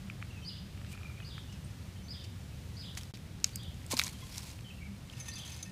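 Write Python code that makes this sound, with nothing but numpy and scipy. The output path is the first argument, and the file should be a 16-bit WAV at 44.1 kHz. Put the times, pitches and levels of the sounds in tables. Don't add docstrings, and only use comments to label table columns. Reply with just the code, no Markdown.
import sys
import numpy as np
from scipy import signal
from scipy.fft import rfft, irfft
from scipy.io import wavfile
from scipy.ndimage import uniform_filter1d

SR = 44100
rng = np.random.default_rng(int(sys.argv[2]) if len(sys.argv) > 2 else 0)


def pcm_store(signal):
    levels = np.round(np.clip(np.atleast_2d(signal), -1, 1) * 32767)
    wavfile.write(sys.argv[1], SR, levels.astype(np.int16).T)


def voltage_ratio(decibels):
    exponent = np.asarray(decibels, float) / 20
    return 10 ** exponent


N = 252075


def band(x, hz, width_hz):
    return signal.lfilter(*signal.iirpeak(min(hz, .45 * SR), max(hz / width_hz, .3), SR), x)


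def add(out, s, x, peak_db):
    i = int(s * SR)
    x = x[:N - i]
    out[i:i + len(x)] += x * voltage_ratio(peak_db) / np.abs(x).max()


def coloured(points, rms_db):
    hz, level_db = np.transpose(points)
    log_hz = np.log(np.fft.rfftfreq(N, 1 / SR) + 1)
    shape_db = np.interp(log_hz, np.log(hz), level_db, -90, -90)
    x = irfft(rfft(rng.standard_normal(N)) * voltage_ratio(shape_db), N)
    return x * voltage_ratio(rms_db) / x.std()


def curve(points):
    return np.interp(np.arange(N) / SR, *np.transpose(points))


def walk(rate_hz):
    k = int(SR / rate_hz)
    held = np.repeat(rng.standard_normal(N // k + 1), k)
    return uniform_filter1d(uniform_filter1d(held, k), k)[:N]


def swells(table):
    t = np.arange(N) / SR
    levels_db = [peak_db - 1e4 * np.maximum((s - t) / rise_ms, (t - s) / fade_ms)
                 for s, peak_db, rise_ms, fade_ms in table]
    return np.max(levels_db, axis=0)


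def echoes(x, t60_s, wet_db, density):
    t = np.arange(SR) / SR
    hits = rng.standard_normal(SR) * (rng.random(SR) < density)
    tail = hits * voltage_ratio(-60 * t / t60_s) * (t > .004)
    return x + voltage_ratio(wet_db) * signal.fftconvolve(x, tail / np.sqrt(np.sum(tail ** 2)))[:N]


def clicks(table, body_db, bright_db, ms, sharpness, wide_db, body_hz, rise, rough_db=9.5):
    out, t = np.zeros(N), np.arange(2048) / SR
    colours = np.transpose(np.broadcast_arrays(body_db, bright_db, ms))
    noises = rng.standard_normal((len(table), 2048))
    for (s, peak_db, ring_hz, *_), (body, bright, contact_ms), noise in zip(table, colours, noises):
        rough = noise * voltage_ratio(rough_db * np.roll(noise, 512))
        contact = rough * t ** rise * np.exp(-t * 1000 / max(contact_ms, .05))
        parts = [(ring_hz, ring_hz / sharpness, 0), (body_hz, body_hz * 0.53, body),
                 (6300, 4800, wide_db), (12000, 6500, bright)]
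        click = 0
        for hz, width_hz, db in parts:
            ring = band(band(contact, hz, width_hz), hz, 2.0 * width_hz)
            click = click + voltage_ratio(db) * ring / np.abs(ring).max()
        add(out, s, click, peak_db)
    return out


def rumble():
    # f/Hz, density/dB
    spectrum = [(12, -55), (20, -24.5), (80, 2), (128, -1), (282, -16.5), (540, -27.5), (910, -37.5),
                (1540, -120)]
    # t/s, level/dB
    drift = [(0, -0.5), (2.0, 0), (4.0, -1), (4.95, -3), (5.72, -2.5)]
    return coloured(spectrum, rms_db=-47.5) * voltage_ratio(curve(drift))


def drone():
    # peak t/s, peak/dB, swell/(ms per 10 dB), fade/(ms per 10 dB)
    revs = [(.06, -44.5, 180, 150), (.4, -48, 40, 162), (.65, -54, 120, 80), (.91, -48, 92, 90),
            (1.48, -53.5, 1100, 3000), (2.04, -52.5, 280, 400), (2.42, -52, 600, 110),
            (2.66, -56, 760, 230), (3.3, -55, 3000, 1995), (4.92, -47, 450, 46), (5.21, -56, 280, 300),
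            (5.72, -52, 230, 100)]
    tone = np.sin(2 * np.pi * np.cumsum(187.7 * (1 + .06 * walk(25))) / SR)
    return tone * voltage_ratio(swells(revs) - 4.5 + 6.2 * walk(20))


def air_hiss():
    # f/Hz, density/dB
    spectrum = [(290, -63), (500, -2), (850, -4.5), (1180, -5), (2530, -5), (4180, -7.5), (15400, -22)]
    # t/s, level/dB
    drift = [(0, 2), (2.4, 1.44), (3.3, 0.5), (4.9, -1), (5.3, 1.5), (5.72, -1.5)]
    # t/s, level/dB
    leaves = [(0, 0.5), (1.8, 2), (2.2, 1.5), (2.95, 3), (3.3, 1), (4.2, 4), (4.75, 3.5), (5.0, 0.5),
              (5.72, -7)]
    air = coloured(spectrum, rms_db=-62.5) * voltage_ratio(curve(drift) + .5 * walk(9))
    treble = signal.sosfiltfilt(signal.butter(2, 5500, "high", fs=SR, output="sos"), air)
    return air + (voltage_ratio(curve(leaves)) - 1) * treble


def chirps(burr, flutter):
    # t/s, peak/dB, pitch factor, end of first fall f/Hz, second part level/dB
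    calls = [(0.449, -40, 1.005, 2900, -8.5), (1.2477, -43.5, 1, 3950, -3),
             (2.0835, -43, 1.013, 3800, -5.5), (2.7689, -41.5, 1.04, 3800, -4.5),
             (3.5318, -46.5, 1.015, 3700, -4), (4.3112, -48.5, 1.16, 4400, -14),
             (5.3164, -42, 0.99, 3600, -4.5)]
    # t/s from start, f/Hz, level/dB
    contour = [
        (0, 4150, 3),
        (.006, 4650, -4),
        (.038, 4850, 2),
        (.052, 3500, -8),
        (.07, 3100, 0.5),
        (.1, 3800, 1.5),
        (.118, 3100, -0.5),
        (.14, 3700, -3.5),
        (.16, 3200, -16),
    ]
    out, (at, hz, db) = np.zeros(N), np.transpose(contour)
    t = np.arange(int(at[-1] * SR)) / SR
    second = t > .06
    warble = .034 * np.sin(2 * np.pi * 230 * t)
    for s, peak_db, pitch, fall_hz, second_db in calls:
        hz[3] = fall_hz
        wobble = 1 + np.where(second, .08, .025) * burr[int(s * SR):][:len(t)] + warble
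        tone = np.sin(2 * np.pi * np.cumsum(pitch * np.interp(t, at, hz) * wobble) / SR)
        add(out, s, tone * voltage_ratio(np.interp(t, at, db) + second_db * second), peak_db - 6.0)
    return out * flutter


def whistles(table, droop, burr, flutter):
    out = np.zeros(N)
    for s, peak_db, note_hz, length_s in table:
        t = np.arange(int(max(length_s, .005) * SR)) / SR
        u = t / t[-1]
        hz = note_hz * (1 + 0.027 * burr[int(s * SR):][:len(t)] - droop * (u - .5))
        tone = np.sin(2 * np.pi * np.cumsum(hz) / SR)
        add(out, s, tone * np.abs(np.sin(np.pi * u)) ** 0.61, peak_db - 7.5)
    return out * flutter


def birds():
    # t/s, peak/dB, f/Hz, length/s
    low_notes = [(0.3027, -43.5, 2823, 0.013), (0.3544, -51.5, 2580, 0.045), (0.414, -54, 3086, 0.059),
                 (0.828, -54, 2500, 0.027), (.865, -51.5, 2706, .025), (.915, -55, 2880, 0.0072),
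                 (0.924, -48, 2405, 0.021), (1.0416, -48.5, 2396, 0.029), (1.0994, -57, 2260, 0.039),
                 (1.1594, -54, 2400, 0.031), (1.2235, -47.5, 2890, 0.014), (1.485, -50, 2940, 0.021),
                 (1.548, -54, 2550, 0.021), (1.944, -55.5, 3110, 0.055), (1.9994, -59, 2250, 0.03),
                 (2.5094, -55.5, 2513, 0.037), (4.1394, -49, 3110, 0.03), (4.1994, -56, 3340, 0.053),
                 (4.215, -55.5, 2100, 0.022), (1.19, -54, 2500, .03), (.975, -58, 2500, 0.018),
                 (4.6394, -51, 3150, 0.038), (4.6982, -48.5, 2640, 0.018), (4.682, -57, 3130, 0.024),
                 (4.78, -50, 2740, .014), (4.801, -48, 2276, 0.048), (5.4924, -52.5, 2610, 0.022)]
    # t/s, peak/dB, f/Hz, length/s
    seeps = [(0.422, -55, 5850, 0.032), (0.8854, -57, 8000, 0.018), (1.2294, -59, 6300, 0.014),
             (1.522, -59, 5400, 0.02), (1.6397, -48, 8450, 0.014), (2.745, -59, 6070, 0.02),
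             (.46, -62.5, 9300, .04), (4.684, -60, 8100, 0.012), (2.03, -56, 6000, .04)]
    burr, flutter = walk(420), voltage_ratio(3 * walk(120))
    calls = echoes(chirps(burr, flutter), t60_s=.6, wet_db=0.5, density=.04)
    low = echoes(whistles(low_notes, 0.035, burr, flutter), t60_s=0.43, wet_db=0.5, density=0.05)
    high = echoes(whistles(seeps, -0.128, burr, flutter), t60_s=0.11, wet_db=-3.0, density=0.019)
    return calls + low * voltage_ratio(3.5 * walk(60)) + high


def jingles():
    # t/s, peak/dB, level of modes below 5500 Hz/dB
    knocks = [(5.125, -51.5, 6), (5.1682, -50, 12), (5.2001, -40, -9), (5.2618, -45.5, 4),
              (5.2852, -39, -5), (5.3553, -41.5, -2.5), (5.385, -47.5, -11), (5.4567, -46, -5),
              (5.4902, -47, 0), (5.5176, -44, 3), (5.5493, -47, -2), (5.5895, -47, 3), (5.6268, -42, -9),
              (5.656, -51.5, 25)]
    # f/Hz, level/dB, t60/s
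    modes = [(1820, -16.5, 0.25), (2160, -18, .2), (2590, -10, 0.093), (3500, -9, 0.066), (5070, -6, 0.045),
             (6140, -1.5, 0.078), (6350, -4, 0.05), (6700, -9, .04), (10250, -4.5, 0.04)]
    out, t = np.zeros(N), np.arange(SR // 3) / SR
    chatter = np.tile(voltage_ratio(4.8 * walk(110)), 2)
    shares = rng.standard_normal((len(knocks), len(modes)))
    for (s, peak_db, low_db), share in zip(knocks, shares):
        ring = 0
        for (hz, db, t60_s), c in zip(modes, share):
            level_db = db + 3.0 * c + low_db * (hz < 5500) - 60 * t / t60_s
            ring = ring + voltage_ratio(level_db) * np.sin(2 * np.pi * hz * (1 + 0.0049 * c) * t)
        add(out, s, ring * (1 - np.exp(-t / 0.00045)) * chatter[int(s * SR):][:len(t)], peak_db)
    return out


def tool():
    # t/s, peak/dB, ring f/Hz, body/dB
    ticks = [(0.0996, -33, 2270, -6), (.2025, -53, 2100, -8), (.2155, -46, 1700, -4),
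             (0.2217, -49, 2500, -8), (0.226, -31.5, 2130, 3), (.998, -49, 2200, 2),
             (0.7756, -47.5, 1860, 7), (0.8475, -43, 2370, 10), (0.9394, -46, 2450, 10),
             (0.976, -44, 2590, 6), (.951, -49, 1400, -2), (1.012, -51, 1360, -4), (1.047, -52, 1300, -2),
             (.866, -48, 1900, 8), (.815, -48, 1900, 11), (1.0323, -41.5, 2360, 0), (1.0694, -48, 2330, -4),
             (1.0976, -51.5, 1300, -8), (1.2022, -41, 2800, 4), (1.3803, -37, 2240, 8),
             (2.1994, -51, 3500, -9), (2.2102, -44, 3370, -12), (3.818, -54, 1900, -5.5),
             (3.8423, -50.5, 2100, -8), (4.59, -45.5, 2430, -2), (5.099, -41.5, 3370, -14)]
    _, _, _, body_db = np.transpose(ticks)
    x = clicks(ticks, body_db, bright_db=-30, ms=0.226, sharpness=5.6, wide_db=-21,
               body_hz=1630, rise=0.64, rough_db=0)
    x = x + echoes(jingles(), t60_s=.2, wet_db=-4., density=.03)
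    bounce_ms, bounce_db = 1.632, -8.5
    return x + voltage_ratio(bounce_db) * np.roll(x, int(bounce_ms * SR / 1000))


def pebbles():
    # t/s, peak/dB, ring f/Hz, body/dB
    knocks = [(5.134, -47.5, 2700, -7), (5.172, -54, 2610, -11), (5.337, -40, 4900, -17),
              (5.381, -44.5, 6100, -15), (5.399, -47, 3180, -13), (5.477, -43, 6250, -22),
              (5.522, -49, 6140, -13), (5.5443, -42, 5150, -13), (5.5694, -48, 6350, -4),
              (5.628, -42.5, 3980, -15), (5.6303, -35, 6240, -30), (5.629, -36, 6700, -19)]
    _, _, _, body_db = np.transpose(knocks)
    return clicks(knocks, body_db, bright_db=-24, ms=1.3, sharpness=9.2, wide_db=-4,
                  body_hz=2500, rise=0.25, rough_db=7)


def scuffs():
    # t/s, peak/dB, ring f/Hz, brightness/dB
    rubs = [(0.8594, -51, 4130, -11), (0.9174, -41.5, 8100, -6), (1.522, -45, 5570, -20),
            (1.7035, -52, 6130, -17.5), (2.238, -43, 4620, -20), (2.9735, -35, 6500, -25),
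            (2.988, -53, 4930, -18), (3.1378, -42.5, 4030, -12), (3.1384, -46, 4860, -8),
            (3.4544, -57, 4650, -8), (3.4984, -52, 5200, -13), (4.384, -45, 5200, -8),
            (4.427, -58, 4660, -22), (4.49, -47, 6100, -13.5), (4.5094, -60, 6200, -18),
            (4.6887, -55, 4070, -12), (5.2003, -60, 6060, -22), (5.2849, -43, 5860, -18),
            (5.381, -47, 6100, -17)]
    _, _, _, bright_db = np.transpose(rubs)
    return clicks(rubs, -1.5, bright_db, ms=5.5, sharpness=2.9, wide_db=-6.0, body_hz=3000, rise=1.0)


def rustle():
    # peak t/s, peak/dB, swell/(ms per 10 dB), fade/(ms per 10 dB)
    slides = [(.925, -53.5, 25, 17), (2.975, -43, 3.8, 12.5), (3.01, -57.5, 11, 60),
              (3.454, -54.5, 2.3, 60), (3.913, -43.5, 4.3, 22), (3.928, -38.5, 15.5, 16),
              (3.972, -40, 5.2, 13), (4.0, -45, 15, 20), (4.04, -47, 73, 43), (4.07, -46.5, 15, 32),
              (4.12, -60.5, 20, 300), (4.383, -49, 54, 34), (4.33, -57, 150, 60), (4.496, -55, 420, 54),
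              (5.206, -54, 41, 11), (5.284, -51, 19, 8), (5.39, -56.5, 81, 47), (5.52, -57, 360, 250),
              (5.626, -56, 3.9, 39)]
    # f/Hz, width/Hz, level/dB
    resonances = [(1020, 580, 5.5), (2450, 1000, 6), (4070, 2300, 8.5), (6500, 1200, -5)]
    grains = rng.standard_normal(N) * voltage_ratio(2.4 * rng.exponential(size=N) + 3.5 * walk(250))
    body = sum(voltage_ratio(db) * band(grains, hz, width_hz) for hz, width_hz, db in resonances)
    treble = band(band(grains, 8700, 6100), 7300, 8200)
    mix = voltage_ratio(0.5) * body / body.std() + voltage_ratio(-15) * treble / treble.std()
    return mix * voltage_ratio(swells(slides))


def thuds():
    # t/s, peak/dB, f/Hz, decay/cycles
    blows = [(3.9357, -32.5, 249, 2.07), (3.934, -30.5, 550, 1.27), (3.909, -53, 950, 6.4),
             (3.926, -42, 1065, 13), (3.937, -38, 904, 5.7), (3.995, -29.5, 1230, 1.46),
             (4.03, -52, 1020, 26), (4.06, -50.5, 1020, 18), (4.225, -54.5, 1045, 19),
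             (4.375, -59, 976, 18), (4.435, -60, 1020, 18), (4.529, -65, 963, 17)]
    out, t = np.zeros(N), np.arange(4000) / SR
    for s, peak_db, hz, cycles in blows:
        attack = 1 - np.exp(-t * hz / (0.06 * cycles))
        add(out, s, -np.sin(2 * np.pi * hz * t) * np.exp(-t * hz / cycles) * attack, peak_db)
    return signal.lfilter(*signal.butter(2, 200, "high", fs=SR), out)


def cracks():
    # t/s, peak/dB, ring f/Hz, body/dB
    hits = [(2.951, -41.5, 5080, -3), (2.9723, -35, 2100, 4), (2.976, -34, 6000, -12),
            (2.98, -42, 3000, -6), (3.0107, -41, 3650, -14), (3.033, -37.5, 5200, -1),
            (3.1725, -46, 2300, -24), (3.401, -44.5, 3960, -9), (3.4664, -45, 4850, -17),
            (3.485, -45, 3430, -15.5), (3.6334, -43.5, 3370, -8), (3.7435, -46, 3900, -17),
            (3.864, -40, 7500, -24.5), (3.9026, -40, 6400, -19), (3.9084, -37, 6740, -16),
            (3.913, -28, 6100, -12), (3.92, -26, 6840, -5), (3.926, -28, 4960, 0), (3.94, -33, 6160, -10),
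            (3.974, -42, 5500, -12), (3.979, -43, 4300, -4), (3.986, -36, 2600, 0), (4.015, -25, 3820, 7),
            (4.017, -32, 1990, 1), (4.0216, -38, 2780, 2), (4.027, -39, 2500, -19),
            (4.0451, -30, 6030, -19), (4.0652, -32, 6200, -19), (4.0677, -32, 4330, -5),
            (4.0698, -35.5, 2460, 5), (4.079, -34, 4380, -23), (4.0884, -41, 2510, -26),
            (4.324, -41, 4900, -14), (4.3485, -38.5, 3520, -10), (4.374, -40, 10000, -25),
            (4.42, -46, 5500, -14), (4.431, -45, 9500, -22), (4.462, -47, 7000, -14),
            (4.493, -41, 6000, -14), (4.514, -44, 5600, -10), (4.608, -49, 4500, -6),
            (5.627, -47, 10500, -28), (4.381, -26.5, 5670, -23)]
    _, _, _, body_db = np.transpose(hits)
    return clicks(hits, body_db, bright_db=-20, ms=.85, sharpness=3.7, wide_db=4,
                  body_hz=2500, rise=0.19, rough_db=6)


def snap():
    # t/s, peak/dB, ring f/Hz, brightness/dB, contact/ms
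    release = [
        (3.4429, -16, 4700, -26, .3),
        (3.4435, -11.5, 6600, -24, .1),
        (3.4447, -21, 5300, -24, .55),
        (3.4462, -32, 4200, -24, .8),
    ]
    # t/s, peak/dB, ring f/Hz, brightness/dB, contact/ms
    whips = [
        (3.5577, -29, 8160, 0, 1.5),
        (3.9684, -25.5, 4600, -16, 1.1),
        (3.9906, -18, 5100, -8, 0.67),
        (3.9947, -16.5, 4370, -29, 0.5),
        (3.9948, -20, 2450, -29, 1.4),
        (4.0006, -23.5, 4600, -16, .6),
        (4.0374, -22, 6050, -2, 0.26),
    ]
    jerks = release + whips
    _, _, _, bright_db, ms = np.transpose(jerks)
    x = clicks(jerks, -10, bright_db, ms, sharpness=3.8, wide_db=-6, body_hz=2650, rise=0.22, rough_db=4)
    return signal.sosfilt(signal.butter(1, 900, "high", fs=SR, output="sos"), x)


def scene():
    background = rumble() + drone() + air_hiss() + birds()
    strap = rustle() + thuds() + cracks() + snap()
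    near = echoes(tool() + pebbles() + scuffs() + strap, t60_s=.2, wet_db=-23, density=.1)
    return (background + near)[None]


def band_limit(x):
    return signal.sosfilt(signal.butter(12, 16200, fs=SR, output="sos"), x)


def record(dry):
    # t/s, gain/dB
    gap = [
        (3.113, 2.5),
        (3.114, -9),
        (3.123, -10),
        (3.125, -46),
        (3.132, -50),
        (3.138, -45),
        (3.138, 3.5),
    ]
    top_hz = 15450
    dull = signal.sosfilt(signal.ellip(6, .2, 24, top_hz, fs=SR, output="sos"), dry)
    return band_limit(dull * voltage_ratio(curve(gap)))


dry = scene()
out = record(dry)
pcm_store(out)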